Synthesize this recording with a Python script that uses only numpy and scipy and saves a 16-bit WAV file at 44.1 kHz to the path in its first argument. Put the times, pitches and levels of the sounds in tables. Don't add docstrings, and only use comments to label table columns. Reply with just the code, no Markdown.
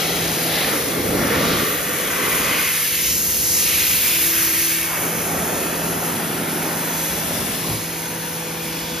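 import sys
import numpy as np
from scipy import signal
from scipy.fft import rfft, irfft, next_fast_len
from scipy.io import wavfile
from scipy.ndimage import uniform_filter1d, map_coordinates

SR = 44100
rng = np.random.default_rng(int(sys.argv[2]) if len(sys.argv) > 2 else 0)


def log_audio(samples):
    frames = np.atleast_2d(samples).T
    limited = np.clip(frames, -1, 1)
    pcm = np.round(limited * 32767).astype(np.int16)
    wavfile.write(sys.argv[1], SR, pcm)


N = 396880

# time_s, distance_m
NOZZLE_DISTANCE = [(0, 0.59), (.75, 0.52), (1.05, 0.64), (2.05, 0.57), (2.52, 0.47), (2.67, 0.37),
                   (4.18, 0.28), (4.73, 0.3), (4.93, 0.53), (6.69, 0.74), (7.05, 0.53), (8.25, 0.95),
                   (9, 1.07)]
# time_s, centre_hz
SPATTER_CENTRE = [(0, 2000), (1.5, 2030), (2.8, 2300), (3.25, 2900), (3.8, 2500), (4.4, 2230), (5.0, 2000),
                  (7.0, 2000), (9, 2354)]
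def jet(flutter_db=0.6):
    distance_m, spatter_hz = curve(NOZZLE_DISTANCE), curve(SPATTER_CENTRE)
    airborne = nozzle_hiss(distance_m, flutter_db) + mist(distance_m, 1.99 * spatter_hz, flutter_db)
    on_paint = spatter(spatter_hz, flutter_db)
    airborne = bonnet_echo(airborne, distance_m)
    return panel_reflections(airborne, depth_db=2) + panel_reflections(on_paint, depth_db=2)


# freq_hz, gain_db
HISS_SPECTRUM = [(500, -15.5), (1000, -9.5), (2000, -8), (4000, -11.5), (6300, 0.3), (8300, -2.8),
                 (10000, 2), (11500, 0.9), (15000, 0.1)]
def nozzle_hiss(distance_m, flutter_db, hiss_1m_db=-28.5, fine_1m_db=-51):
    hiss = at_ports(drops(per_s=60000), colour(HISS_SPECTRUM))
    hiss *= amp(hiss_1m_db + flutter_db * wobble(18)) / distance_m
    fine = at_ports(drops(per_s=71000), bell(13300, width_oct=0.31))
    return hiss + amp(fine_1m_db) / distance_m ** 2.46 * fine


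# time_s, gain_db
MIST_GAIN = [(0, 9.5), (1.0, 2.5), (2.8, 1.5), (3.7, 3), (4.72, -0.5), (5.0, -4.5), (6.65, 1), (6.95, 0.5),
             (7.45, 3), (7.75, 5.5), (8.151, 0), (8.8, 6.5)]
# time_s, left_minus_right_db
MIST_PAN = [(0, 5.5), (2.3, 10), (2.7, 0.5), (7.0, 0), (7.4, 14), (7.8, 0), (8.3, 6), (9, 0)]
def mist(distance_m, centre_hz, flutter_db, base_1m_db=-41.5):
    gain = amp(base_1m_db + curve(MIST_GAIN) + flutter_db * wobble(13)) / distance_m
    sizzle = gain * moving_band(drops(per_s=12000), centre_hz, width_oct=0.74)
    pan = amp(np.array([[1], [-1]]) * curve(MIST_PAN) / 2)
    return sizzle * pan / np.sqrt(np.mean(pan ** 2, axis=0))


# time_s, level_db
SPATTER_LEVEL = [(0, -30.5), (.7, -31), (1.05, -35), (2.0, -32), (2.63, -25.5), (2.72, -30), (3.12, -30),
                 (3.22, -39), (3.5, -35.5), (3.68, -27.5), (4.73, -29.2), (4.95, -32.5), (5.3, -34),
                 (6.8, -34.5), (7.2, -33.5), (8.2, -39), (9, -37)]
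def spatter(centre_hz, flutter_db, trim_db=1):
    gain = amp(trim_db + curve(SPATTER_LEVEL) + flutter_db * wobble(25))
    return gain * moving_band(drops(per_s=7000), centre_hz, width_oct=0.78)


# part, start_s, end_s, level_db, growth_db
PART_PASSES = [("grille", -0.12, 0.8, -31.5, 2), ("front", -.1, 0.676, -28, -1.1),
               ("front", 0.674, 1.03, -26, 1), ("lamp", 0.55, 1.21, -34, -1),
               ("front", 1.024, 1.61, -22, .5), ("lamp", 1.2, 1.66, -25.5, -1.8),
               ("front", 1.6, 2.666, -29.5, -.5), ("lamp", 1.66, 2.3, -30.5, 1),
               ("gap", 2.105, 2.68, -25, 1), ("lamp", 2.68, 2.84, -31.5, -3),
               ("bonnet", 3.1, 4.63, -41.5, 2.3), ("bonnet", 4.95, 5.3, -28, -.5),
               ("bonnet", 5.3, 6.76, -26.5, -.5), ("glass", 6.76, 7.15, -30, 0),
               ("bonnet", 6.76, 7.01, -34, 0), ("bonnet", 7.1, 7.62, -29, -1.2),
               ("cowl", 7.62, 7.79, -26.5, 2), ("glass", 7.8, 9.1, -33, .5)]
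def jet_on_part(name, edge_s=0.031):
    t = np.arange(N) / SR
    step = lambda at_s: (1 + np.tanh((t - at_s) / (2 * edge_s))) / 2
    gain = np.zeros(N)
    for part, start_s, end_s, level_db, growth_db in PART_PASSES:
        if part == name:
            progress = np.clip((t - start_s) / (end_s - start_s), 0, 1)
            gain += step(start_s) * (1 - step(end_s)) * amp(level_db + growth_db * (progress - .5))
    return gain


# centre_hz, width_hz, gain_db
GRILLE_MODES = [(724, 210, -2), (1300, 240, -7.5)]
FRONT_MODES = [(200, 125, -1.6), (297, 47, 1), (430, 140, -1.5), (500, 280, -0.6)]
LAMP_MODES = [(1174, 120, 0.5), (1390, 240, -0.5), (1970, 500, -4), (2200, 200, -9)]
GAP_MODES = [(1090, 170, -0.5), (1500, 85, 0), (2030, 100, 2.5), (2500, 500, -5)]
BONNET_MODES = [(195, 94, 1.5), (255, 130, 0.5), (380, 74, 2.5), (640, 480, 1), (950, 360, -10),
                (1400, 220, -2)]
GLASS_MODES = [(261, 210, 2.5), (530, 1100, -3), (946, 120, 2.5), (1500, 140, 0), (2690, 1300, -11)]
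COWL_MODES = [(135, 70, 3), (270, 90, 0), (400, 180, -4), (1100, 800, -14)]
def drumming(flutter_db=0.28):
    def ring(part, modes, drops_per_s, skirt_hz):
        return jet_on_part(part) * at_ports(drops(drops_per_s), resonances(modes, skirt_hz))
    parts = (ring("grille", GRILLE_MODES, drops_per_s=7800, skirt_hz=2000)
             + ring("front", FRONT_MODES, drops_per_s=8000, skirt_hz=880)
             + ring("lamp", LAMP_MODES, drops_per_s=5100, skirt_hz=3300)
             + ring("gap", GAP_MODES, drops_per_s=9700, skirt_hz=3580)
             + ring("bonnet", BONNET_MODES, drops_per_s=7800, skirt_hz=2220)
             + ring("glass", GLASS_MODES, drops_per_s=8700, skirt_hz=4000)
             + ring("cowl", COWL_MODES, drops_per_s=5000, skirt_hz=2200))
    return amp(flutter_db * wobble(10)) * panel_reflections(parts, depth_db=1.43)


# time_s, level_db, centre_hz, width_oct, half_length_s
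SWISH_EVENTS = [(0.06, -36, 3000, 0.77, 0.17), (.59, -26, 3640, 0.52, 0.12), (0.602, -30, 2000, 0.32, 0.1),
                (.73, -27.5, 1500, 0.88, 0.069), (1.329, -26, 1760, 0.87, 0.05), (1.503, -26, 3300, 1, 0.2),
                (1.7, -27, 14500, 0.25, .11), (2.33, -24, 13500, 0.96, 0.1), (2.609, -30, 2400, 0.16, 0.075),
                (3.108, -25, 6240, 0.4, 0.12), (3.548, -23, 6540, 0.55, 0.15), (3.788, -31, 2500, 0.2, 0.17),
                (4.105, -31, 2680, 0.31, 0.13), (4.4, -34.5, 1350, 0.71, 0.15), (4.959, -29, 1000, 1, 0.13),
                (7.7, -35.5, 950, 0.56, 0.13)]
def swishes():
    return sum(burst(time_s, level_db, half_length_s, bell(centre_hz, width_oct))
               for time_s, level_db, centre_hz, width_oct, half_length_s in SWISH_EVENTS)


# time_s, level_db
RUMBLE_LEVEL = [(0, -45), (2.55, -40.5), (2.85, -54), (3.1, -36), (3.8, -37), (4.85, -45), (5.6, -37.5),
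                (6.8, -57), (7.2, -38), (8.1, -54), (9, -41)]
# freq_hz, gain_db
RUMBLE_SPECTRUM = [(20, -32), (30, -20), (42, -18), (62, 1), (85, -3.5), (120, -8.5), (200, -5.5),
                   (400, -12.5), (1000, -66)]
def shell_rumble(swell_db=0.5):
    gain = amp(curve(RUMBLE_LEVEL) + swell_db * wobble(7.9))
    return gain * at_ports(rng.standard_normal((2, N)), colour(RUMBLE_SPECTRUM))


# time_s, level_db, centre_hz, half_length_s
HOLLOW_THUMPS = [(0.251, -34.5, 110, .12), (1.111, -29, 88, 0.07), (1.23, -26, 200, 0.098),
                 (1.53, -26, 330, 0.06), (1.379, -36, 75, .12), (1.563, -30.5, 85, 0.066),
                 (3.5, -35, 130, 0.058), (5.051, -29, 400, .055), (5.37, -31, 210, .08),
                 (7.42, -32, 210, 0.21)]
def thumps(width_ratio=0.89):
    return sum(burst(time_s, level_db, half_length_s, resonances([(hz, width_ratio * hz, 0)], 2 * hz))
               for time_s, level_db, hz, half_length_s in HOLLOW_THUMPS)


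# pitch_hz, gain_db, t60_s
BOOM_MODES = [(72, -8, .25), (111, 0, .22), (139.5, -1, .2)]
def cowl_boom(start_s=7.69, gain_db=-15, attack_s=.02):
    t = np.maximum(np.arange(N) / SR - start_s, 0)
    ring = sum(amp(db - 60 * t / t60_s) * np.sin(2 * np.pi * hz * t) for hz, db, t60_s in BOOM_MODES)
    return amp(gain_db) * (1 - np.exp(-t / attack_s)) * ring


def shaft_angle(shaft_hz=54.92, drift=0.000623):
    speed_hz = shaft_hz * (1 + drift * wobble(3))
    return 2 * np.pi * np.cumsum(speed_hz) / SR


TONE_ORDERS = (3, 6, 9, 62)
TONE_LEADS = [0, .2, 1.1, 1.3]
# time_s, level_db
STROKE_LEVEL = [(.25, -33.5), (.75, -38.5), (1.5, -40.5), (2.4, -41.5), (3.85, -44.5), (4.8, -42.5),
                (5.15, -36), (7.3, -36), (9, -36.5)]
SECOND_HARMONIC_LEVEL = [(0, -45), (.8, -43), (2.0, -58), (3.3, -43.5), (3.95, -45.5), (4.3, -32.5),
                         (4.82, -36.5), (4.97, -44), (7.4, -44.5), (8.1, -42), (9, -40.5)]
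THIRD_HARMONIC_LEVEL = [(0, -46), (1.3, -35.5), (2.699, -42), (4.0, -41.5), (4.7, -46), (6.3, -45),
                        (7.3, -48.5), (8.0, -40), (9, -38)]
WHINE_LEVEL = [(0, -45), (2.3, -39.5), (3.2, -62), (5.2, -54), (6.35, -43.5), (6.6, -58), (7.0, -41),
               (7.8, -53), (8.5, -46.5), (9, -41)]
# shaft_order, level_db
WEAK_TONES = [(4, -52), (5, -51), (7, -51), (8, -60.5), (10, -58.5), (11, -59), (12, -54), (15, -66),
              (17, -57.5), (19, -67), (28, -57)]
# freq_hz, gain_db
FAN_SPECTRUM = [(30, -20), (100, 6), (200, 2), (280, 2), (400, 2), (520, 2), (700, -5), (1500, -19),
                (4000, -39), (12000, -58)]
def motor(shaft_rad, fan_db=-40, waver_db=.7):
    def tone(order, level_db, lead_rad):
        phase = order * shaft_rad + rng.uniform(0, 2 * np.pi) + np.array([[lead_rad], [-lead_rad]]) / 2
        return np.sqrt(2) * amp(level_db + waver_db * wobble(8.3)) * np.sin(phase)
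    levels = (STROKE_LEVEL, SECOND_HARMONIC_LEVEL, THIRD_HARMONIC_LEVEL, WHINE_LEVEL)
    strong = sum(tone(order, curve(level), lead_rad)
                 for order, level, lead_rad in zip(TONE_ORDERS, levels, TONE_LEADS))
    weak = sum(tone(order, level_db, 0) for order, level_db in WEAK_TONES)
    fan = amp(fan_db) * at_ports(rng.standard_normal((2, N)), colour(FAN_SPECTRUM))
    return strong + weak + fan


def bonnet_echo(x, distance_m, strength=0.15, reach_m=0.76, ms_per_m=6.9):
    delayed_index = np.arange(N) - ms_per_m * distance_m * SR / 1000
    share = strength * np.exp(-(distance_m / reach_m) ** 2 / 2)
    echo = np.array([map_coordinates(channel, [delayed_index]) for channel in x])
    return (x - share * echo) / np.sqrt(1 + share ** 2)


def panel_reflections(x, depth_db):
    spectra = signal.stft(x, nperseg=1024)[2]
    patches = uniform_filter1d(rng.standard_normal(spectra.shape[1:]), size=3, axis=0)
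    patches = uniform_filter1d(patches, size=30, axis=1)
    return signal.istft(spectra * amp(depth_db * unit(patches)), nperseg=1024)[1][:, :N]


# freq_hz, left_lead_rad
PORT_LEAD = [(250, 0), (600, .45), (1500, -1.2), (1850, 0), (2300, .05), (3100, .5), (4000, .1),
             (4900, .15), (5500, -1.1), (6500, -1.3), (7400, -2.5), (8250, -3.14), (9000, -3.8),
             (11800, -6.28), (15500, -9.4)]
# freq_hz, coherence
PORT_COHERENCE = [(60, .97), (300, .92), (700, .55), (1400, .62), (2000, .96), (2600, .93), (3300, .78),
                  (4300, .8), (5200, .62), (7000, .82), (8250, .93), (10000, .84), (11800, .95),
                  (14000, .85)]
# freq_hz, left_minus_right_db
PORT_BALANCE = [(1000, -.6), (2000, .3), (3400, .6), (5200, 0), (6500, 1), (9000, 0)]
def at_ports(pair, response):
    n = pair.shape[1]
    n_fft = next_fast_len(n, True)
    hz = np.fft.rfftfreq(n_fft, 1 / SR)
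    mix_rad = np.arccos(np.clip(along(PORT_COHERENCE, hz), 0, 1)) / 2
    shared, apart = rfft(pair, n_fft) * response(hz) * np.array([np.cos(mix_rad), np.sin(mix_rad)])
    left = amp(along(PORT_BALANCE, hz) / 2) * np.exp(1j * along(PORT_LEAD, hz) / 2)
    spectra = np.array([(shared + apart) * left, (shared - apart) / left])
    return unit(irfft(spectra, n_fft)[:, :n])


def drops(per_s, cluster_size=20):
    density = np.maximum(1 + wobble(per_s / cluster_size) / np.sqrt(cluster_size), 0)
    return rng.standard_normal((2, N)) * np.sqrt(density)


def moving_band(pair, centre_hz, width_oct):
    hz, t, spectra = signal.stft(at_ports(pair, np.ones_like), SR, nperseg=512)
    gain = bell(np.interp(t, np.arange(N) / SR, centre_hz), width_oct)(hz[:, None])
    gain /= np.linalg.norm(gain, axis=0)
    return unit(signal.istft(spectra * gain, nperseg=512)[1][:, :N])


def burst(time_s, level_db, half_length_s, response):
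    t = np.arange(SR) / SR - .5
    envelope = amp(level_db) * np.exp(-(t / half_length_s) ** 2)
    padded = np.zeros((2, N + 2 * SR))
    padded[:, round(time_s * SR):][:, :SR] = envelope * at_ports(rng.standard_normal((2, SR)), response)
    return padded[:, SR // 2:][:, :N]


def resonances(modes, skirt_hz):
    def response(hz):
        power = sum(amp(db) ** 2 * (hz * width) ** 2 / ((centre ** 2 - hz ** 2) ** 2 + (hz * width) ** 2)
                    for centre, width, db in modes)
        return np.sqrt(power) / (1 + (hz / skirt_hz) ** 4)
    return response


def bell(centre_hz, width_oct):
    return lambda hz: np.exp(-(np.log2((hz + 1) / centre_hz) / width_oct) ** 2)


def colour(spectrum):
    return lambda hz: amp(along(spectrum, hz))


def along(points, hz):
    freq_hz, values = np.transpose(points)
    return np.interp(np.log(hz + 1), np.log(freq_hz), values)


def curve(points):
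    return np.interp(np.arange(N) / SR, *np.transpose(points))


def wobble(knots_per_s):
    knots = rng.standard_normal(int(N * knots_per_s / SR) + 4)
    coarse = np.arange(0, N, 16)
    return np.interp(np.arange(N), coarse, map_coordinates(knots, [coarse * knots_per_s / SR]))


def amp(db):
    return 10 ** (np.asarray(db) / 20)


def unit(x):
    return x / np.sqrt(np.mean(x ** 2) + 1e-20)


def scene(ripple=.015):
    shaft_rad = shaft_angle()
    hum = motor(shaft_rad)
    pressure = 1 + ripple * np.sin(TONE_ORDERS[0] * shaft_rad)
    water = jet() + swishes() + drumming() + shell_rumble() + thumps() + cowl_boom()
    return pressure * water + hum


def record(dry, bass_hz=41, top_hz=15500):
    n_fft = next_fast_len(N + SR // 2)
    hz = np.fft.rfftfreq(n_fft, 1 / SR)
    response = (hz < top_hz) / np.sqrt(1 + (bass_hz / (hz + 1)) ** 8)
    return irfft(rfft(dry, n_fft) * response, n_fft)[..., :N]


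dry = scene()
out = record(dry)
log_audio(out)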